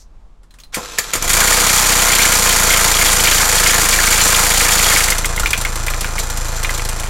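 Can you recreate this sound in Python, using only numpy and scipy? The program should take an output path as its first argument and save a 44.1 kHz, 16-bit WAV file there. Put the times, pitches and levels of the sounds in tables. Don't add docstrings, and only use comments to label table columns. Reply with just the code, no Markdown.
import sys
import numpy as np
from scipy import signal
from scipy.fft import rfft, irfft
from scipy.io import wavfile
from scipy.ndimage import map_coordinates

SR = 44100
rng = np.random.default_rng(int(sys.argv[2]) if len(sys.argv) > 2 else 0)


def dump_mix(stems):
    frames = np.atleast_2d(stems).T
    limited = np.clip(frames, -1, 1)
    pcm = np.round(limited * 32767).astype(np.int16)
    wavfile.write(sys.argv[1], SR, pcm)


N = 312917

# firing_multiple, level_db
FIRING_ORDERS = [(1, 1), (2, -9.5), (3, -16), (4, -11.5), (5, -18.5), (6, -13), (7, -15.5), (8, -23.5),
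                 (11, -20)]
# cycle_share, level_db
CHAIN_CONTACTS = [(.63, 3.5), (.75, -2.5), (.88, -7), (.11, -1.5), (.33, -2)]
INJECTION_CONTACTS = [(.12, -0.5), (.35, 0), (.62, -1), (.79, 3), (.97, -6)]
VALVE_CONTACTS = [(.25, -1), (.62, 5), (.8, 5)]
# start_s, level_db, body_level_db, pitch_hz
RELAY_TICKS = [(.4324, -50, -1.5, 7500), (.5074, -37.5, -14, 4100), (.5394, -46, 1.5, 3800),
               (0.5866, -32.5, -12, 2450), (0.6007, -26, -29, 6450), (0.6355, -28.5, -19, 4120)]
# start_s, level_db, pitch_hz
LOUD_KNOCKS = [(5.084, -5.5, 2120), (5.1223, -4.5, 2090), (5.245, -7, 2120), (5.377, -11.5, 2110),
               (5.433, -7.5, 1400), (5.459, -4.5, 2360), (5.5316, 0.5, 2400), (5.6496, -5, 2180),
               (5.882, -9, 2330), (6.0437, -11, 1460), (6.1813, -11, 2210), (6.647, -9.5, 2370),
               (6.693, -9.5, 2050), (6.795, -15, 2230)]
# start_s, level_db
LOUD_SLAPS = [(5.0387, -4), (5.1018, -1), (5.1816, -6), (5.2551, -6), (5.3967, -6.5), (5.5057, -9),
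              (5.576, -11.5), (6.0077, -13), (6.1888, -10.5), (6.6302, -11), (6.8887, -11)]
# pitch_hz, width_hz, level_db over the broad colour
COVER_MODES = [(1380, 120, -3), (2300, 160, 6), (3240, 120, -1), (4580, 60, 8), (6094, 23, 6.5),
               (6830, 150, 10), (7220, 650, 4), (11800, 200, 1.5)]
BLOCK_MODES = [(486, 40, 9), (694, 30, 6), (897, 52, 3.2), (1045, 36, 5.3), (1348, 69, 7.8),
               (1600, 45, 3.2), (2410, 180, 3.4), (6020, 180, 7.9), (7240, 230, 9)]
# pitch_hz, level_db
CHAIN_COLOUR = [(100, -26.5), (400, -16.5), (1400, 0), (2300, -0.5), (3000, -4), (5200, -2.5), (7500, -2),
                (8800, -2), (12000, -4), (15800, -15.5)]
CLATTER_COLOUR = [(60, -53), (150, -5.5), (280, -1), (360, -9), (500, -4.5), (1500, 1.5), (2300, -6.5),
                  (3000, -8.5), (5000, -8.5), (7500, -8), (10000, -9.5), (15800, -32)]
VALVE_COLOUR = [(500, -16), (2800, -10), (4000, 6.5), (5000, -3), (7400, 3.5), (9000, -15), (13000, -1.5),
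                (15800, -32)]
THUMP_COLOUR = [(20, -19), (70, 1.5), (250, -2.5), (360, -3), (500, -1.5), (1200, -3.5), (3000, -21.5),
                (15000, -51)]
STARTER_COLOUR = [(59, -34), (100, -10.5), (605, -11), (1140, -7), (2780, -12), (3740, -8), (13600, -22),
                  (15800, -47)]
AIR_COLOUR = [(20, -7), (38, -1), (60, -18), (200, -30.5), (320, -36), (1050, -39), (1800, -49.5),
              (7400, -58), (15800, -76)]
SLAP_COLOUR = [(300, 0), (1500, -1), (4000, 2.5), (8000, 6.0), (12500, 0), (15800, -14)]
RELAY_COLOUR = [(1000, -15), (3500, 0), (12000, -10), (15800, -15)]
HISS_COLOUR = [(3000, -19), (5800, -1), (9000, -15), (15800, -28)]
PUFF_COLOUR = [(12, -14), (26, 5.5), (65, -6), (600, -62)]
# pitch_hz, lowest_level_db
CHAIN_SPOTS = [(1400, -3.5), (1700, -2.5), (2250, 3), (3200, -2.5), (4500, -5), (6150, -5.5), (7050, -2)]
# time_s, added_firings_per_s
IDLE_WANDER = [(4, 0), (5.3, .49), (6.7, -.39)]
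# start_s, clank_level_db, pitch_hz, rebound_level_db
FIRST_COMPRESSIONS = [(.985, -6.5, 1760, -32), (1.135, -9, 7040, -15), (1.224, -13, 6100, -17.5),
                      (1.278, -13, 7000, -20)]
WEAK_KNOCK_PITCHES = [1410, 2280]

CATCH_S, BUILD_S, FIRST_FIRING_S = 1.184, 0.19, 1.266
IDLE_RATE, FLARE_RATE, FLARE_S = 27.557, 4.94, .337
SHORT_RATE, PICKUP_S = 4.278, .261
OIL_S, TIGHTEN_S, SETTLE_S = 4.96, 0.23, 0.25
THROB_S, THROB_RISE_S, THROB_DB, THROB_LOSS_DB = 1.115, 0.21, -22, .9
SHARP_DB, SHARP_GAIN_DB, SHARP_FALL_DB = -1.5, 0.7, 9.5
CLATTER_DB, CLATTER_FALL_DB = -18, 10
VALVE_DB, VALVE_EASE_DB_PER_S, VALVE_FALL_DB = -23.5, 1.7, 3.5
SLACK_DB, TIGHT_DB = -14, -38
STARTER_S, SPIN_UP_S, RELEASE_S, RUN_OUT_S = 0.721, 0.019, 1.26, .3
GEAR_DB, GEAR_SWELL_DB_PER_S = -34.5, 10.5
MESH_HZ, MESH_DROP_HZ, MESH_RISE_S = 1323, 300.5, 0.046
PINION_S, PINION_DB, PINION_HZ, THUD_DELAY_S, THUD_DB = .744, -16.5, 2330, .025, -19
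THUMP_DB, REBOUND_S = -21.5, .018
PLAY_LEAD_S, PLAY_DB, PLAY_HZ = 0.0063, -11, 2400
PUFF_S, PUFF_RISE_S, PUFF_T60_S, PUFF_DB = 5.36, 0.058, .6, -13
SLAP_CHANCE, SLAP_DB, KNOCK_CHANCE, KNOCK_DB = .3, -10, .2, -11.5
STRAY_SHARE, STRAY_SPREAD_DB = .62, 6
TOP_HZ = 16000


def amp(db):
    return 10 ** (np.asarray(db) / 20)


def unit(x):
    return x / np.sqrt(np.mean(x ** 2) + 1e-20)


def clock():
    return np.arange(N) / SR


def since(s):
    return np.maximum(clock() - s, 0)


def ramp(s, length):
    return np.minimum(since(s) / length, 1)


def envelope(on, attack, off, t60):
    return ramp(on, attack) * amp(-60 * since(off) / t60)


def noise():
    return rng.standard_normal(N)


def wobble(rate):
    knots = rng.standard_normal(int(N * rate / SR) + 4)
    return map_coordinates(knots, [clock() * rate])


def add(track, s, sound):
    part = track[max(round(s * SR), 0):][:len(sound)]
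    part += sound[:len(part)]


def colour(x, spectrum, modes=(), size=16384):
    hz = np.fft.rfftfreq(size, 1 / SR)
    f, db = np.transpose(spectrum)
    peaks = sum(amp(level) ** 2 / (1 + (2 * (hz - centre) / width) ** 2) for centre, width, level in modes)
    gain = amp(np.interp(np.log(hz + 1), np.log(f), db)) * np.sqrt(1 + peaks)
    cepstrum = irfft(np.log(gain + 1e-6))
    cepstrum[1:size // 2] *= 2
    cepstrum[size // 2 + 1:] = 0
    response = irfft(np.exp(rfft(cepstrum)))
    return signal.fftconvolve(x, response / np.linalg.norm(response))[:N]


def burst(t60, size=8192):
    return rng.standard_normal(size) * amp(-60 * np.arange(size) / SR / t60)


def ping(hz, t60, size=8192):
    t = np.arange(size) / SR
    return np.sin(2 * np.pi * hz * t) * amp(-60 * t / t60) * (1 - np.exp(-t / 0.00079))


def knock(hz):
    band = signal.butter(2, [hz * 0.57, hz * 1.37], "bandpass", fs=SR, output="sos")
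    hollow = signal.sosfilt(band, burst(t60=0.053))
    crack = burst(t60=0.019)
    return .75 * ping(hz, t60=0.024) + 0.99 * hollow + 0.2 * crack


def speed():
    t = since(FIRST_FIRING_S)
    flare = FLARE_RATE * t / FLARE_S * np.exp(1 - t / FLARE_S)
    shortfall = SHORT_RATE * np.exp(-t / PICKUP_S)
    drift = np.interp(clock(), *np.transpose(IDLE_WANDER))
    return IDLE_RATE + flare - shortfall + drift


def firings():
    count = np.cumsum(speed()) / SR
    return count - count[round(FIRST_FIRING_S * SR)]


def settled():
    return 1 - np.exp(-since(OIL_S) / SETTLE_S)


def strays(chance, top_db):
    turn = firings()
    cycles = np.arange(int(turn[-1]))
    pick, weakness = rng.random((len(cycles), 2)).T
    s = np.interp(cycles + STRAY_SHARE, turn, clock())
    rows = np.column_stack([s, top_db - STRAY_SPREAD_DB * weakness])
    return rows[(pick < chance) & (s > OIL_S + TIGHTEN_S)]


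def hammer(beat, t60, scatter_db, jitter, bounce, bounce_db, cylinder_db=0, count=3):
    turn = firings()
    cycles = np.arange(np.ceil(turn[0]), turn[-1])
    out = np.zeros(N)
    for share, db in beat:
        s = np.interp(cycles + share, turn, clock(), right=2 * N / SR)
        s = s + jitter * rng.standard_normal(len(cycles))
        scatter = scatter_db * rng.standard_normal(len(cycles))
        force = amp(db + scatter + cylinder_db * (cycles % 4 == 2))
        for k in range(count):
            samples = np.clip(s * SR, 0, N).astype(int)
            hits = np.bincount(samples, force * amp(k * bounce_db), N + 1)[:N]
            out += signal.oaconvolve(hits, burst(t60))[:N]
            s = s + bounce * rng.exponential(size=len(s))
    return unit(out)


def draught():
    air = amp(-40.5 + wobble(5.9)) * colour(noise(), AIR_COLOUR)
    hiss = amp(-49.5 - 60 * since(.022) / 0.13) * colour(noise(), HISS_COLOUR)
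    gust = amp(PUFF_DB) * envelope(PUFF_S, PUFF_RISE_S, PUFF_S + PUFF_RISE_S, PUFF_T60_S)
    puff = gust * colour(noise(), PUFF_COLOUR)
    return air + hiss + puff


def relays():
    clicks, bodies = np.zeros((2, N))
    for s, db, body_db, hz in RELAY_TICKS:
        add(clicks, s, amp(db - 13) * burst(t60=0.077) + amp(db - 10) * ping(hz, t60=0.033))
        add(bodies, s, amp(db + body_db - 1.0) * burst(t60=0.11))
    return colour(clicks, RELAY_COLOUR) + colour(bodies, CLATTER_COLOUR)


def starter_gears():
    t = since(STARTER_S)
    swell = amp(GEAR_DB + GEAR_SWELL_DB_PER_S * t)
    level = swell * envelope(STARTER_S, SPIN_UP_S, RELEASE_S, RUN_OUT_S)
    mesh_hz = MESH_HZ - MESH_DROP_HZ * np.exp(-t / MESH_RISE_S)
    mesh = 2 * np.pi * np.cumsum(mesh_hz * (1 + .016 * wobble(120))) / SR
    whine = unit(sum(np.sin(k * mesh) for k in range(1, 7)))
    rough = unit(noise() * amp(2.9 * wobble(300)))
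    whirr = colour(rough, STARTER_COLOUR, BLOCK_MODES)
    return level * (whirr + amp(-8) * whine)


def starter():
    gears = starter_gears()
    clanks, thumps, rings = np.zeros((3, N))
    add(clanks, PINION_S, amp(PINION_DB) * burst(t60=.15))
    add(rings, PINION_S, amp(PINION_DB + 5.5) * ping(PINION_HZ, t60=.023))
    add(thumps, PINION_S + THUD_DELAY_S, amp(THUD_DB) * burst(t60=.18))
    for s, db, hz, rebound_db in FIRST_COMPRESSIONS:
        add(rings, s - PLAY_LEAD_S, amp(db + PLAY_DB) * knock(PLAY_HZ))
        add(clanks, s, amp(db) * burst(t60=0.064))
        add(rings, s, amp(db + 6.5) * ping(hz, t60=0.019))
        add(thumps, s, amp(THUMP_DB) * burst(t60=.055))
        add(clanks, s + REBOUND_S, amp(rebound_db) * burst(t60=0.11))
        add(thumps, s + REBOUND_S, amp(rebound_db - 4) * burst(t60=.11))
    clank = colour(clanks, CHAIN_COLOUR, COVER_MODES)
    thump = colour(thumps, THUMP_COLOUR, BLOCK_MODES)
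    return gears + clank + thump + rings


def valve_train():
    ticks = hammer(VALVE_CONTACTS, t60=0.092, scatter_db=7.0, jitter=0.00074,
                   bounce=.0025, bounce_db=1, cylinder_db=-1.0, count=2)
    running_db = VALVE_DB - VALVE_EASE_DB_PER_S * since(CATCH_S) - VALVE_FALL_DB * settled()
    return ramp(CATCH_S, BUILD_S) * amp(running_db) * colour(ticks, VALVE_COLOUR, BLOCK_MODES)


def knocks():
    out = np.zeros(N)
    for s, db, hz in LOUD_KNOCKS:
        add(out, s, amp(db + 3.0) * knock(hz))
    for s, db in strays(KNOCK_CHANCE, KNOCK_DB):
        add(out, s, amp(db) * knock(rng.choice(WEAK_KNOCK_PITCHES)))
    return out


def chain_rattle():
    links = hammer(CHAIN_CONTACTS, t60=.04, scatter_db=2, jitter=.0005, bounce=.0018, bounce_db=-1.5)
    whip = colour(links, CHAIN_COLOUR, COVER_MODES)
    strikes = np.zeros(N)
    for hz, db in CHAIN_SPOTS:
        for when, force, detune in rng.random((100, 3)):
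            struck = knock(hz * (1 + .12 * (detune - .5)))
            add(strikes, when * N / SR, amp(db + 12 * force) * struck)
    flurries = unit(strikes * amp(wobble(10)))
    slack = 1 - ramp(OIL_S, TIGHTEN_S)
    level = ramp(FIRST_FIRING_S, 0.045) * (amp(SLACK_DB) * slack + amp(TIGHT_DB))
    return level * (amp(-0.3) * whip + amp(-4.5) * flurries)


def chain_slaps():
    slaps = np.zeros(N)
    for s, db in [*LOUD_SLAPS, *strays(SLAP_CHANCE, SLAP_DB)]:
        add(slaps, s, amp(db - 6.5) * burst(t60=0.035))
        add(slaps, s + .0025, amp(db - 8.5) * burst(t60=0.053))
    return colour(slaps, SLAP_COLOUR)


def combustion():
    load_db = CLATTER_DB - CLATTER_FALL_DB * settled()
    blows = hammer(INJECTION_CONTACTS, t60=.04, scatter_db=2.2, jitter=.0004, bounce=.0015, bounce_db=-4, count=2)
    clatter = colour(blows, CLATTER_COLOUR, BLOCK_MODES)
    shake = amp(4 * np.cos(2 * np.pi * firings()))
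    rumble = unit(colour(noise(), THUMP_COLOUR) * shake)
    rumble_db = 0.52 * load_db - 21.0
    return ramp(CATCH_S, BUILD_S) * (amp(load_db) * clatter + amp(rumble_db) * rumble)


def throb():
    extra = np.maximum(speed() - IDLE_RATE, 0)
    level = amp(THROB_DB - THROB_LOSS_DB * extra) * ramp(THROB_S, THROB_RISE_S)
    sharp_db = SHARP_DB + SHARP_GAIN_DB * extra - SHARP_FALL_DB * settled()
    turn = firings() + .004 * wobble(20)
    pulse = np.zeros(N)
    for order, db in FIRING_ORDERS:
        k = round(order)
        order_db = db + sharp_db * (k > 4) + 0.78 * wobble(10)
        pulse += amp(order_db) * np.cos(2 * np.pi * k * turn)
    return np.sqrt(2) * level * pulse


def scene():
    engine = combustion() + valve_train()
    chain = chain_rattle() + chain_slaps()
    metal = engine + chain + knocks() + starter() + relays()
    tail = burst(t60=0.22)
    echo = signal.fftconvolve(metal, tail / np.linalg.norm(tail))[:N]
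    return (metal + amp(-10.0) * echo + throb() + draught())[None]


def record(dry):
    ceiling, hardness = .54, 6
    clipped = dry / (1 + np.abs(dry / ceiling) ** hardness) ** (1 / hardness)
    low_pass = signal.firwin(401, TOP_HZ, window="blackman", fs=SR)
    return signal.fftconvolve(clipped, low_pass[None], mode="same", axes=1)


dry = scene()
out = record(dry)
dump_mix(out)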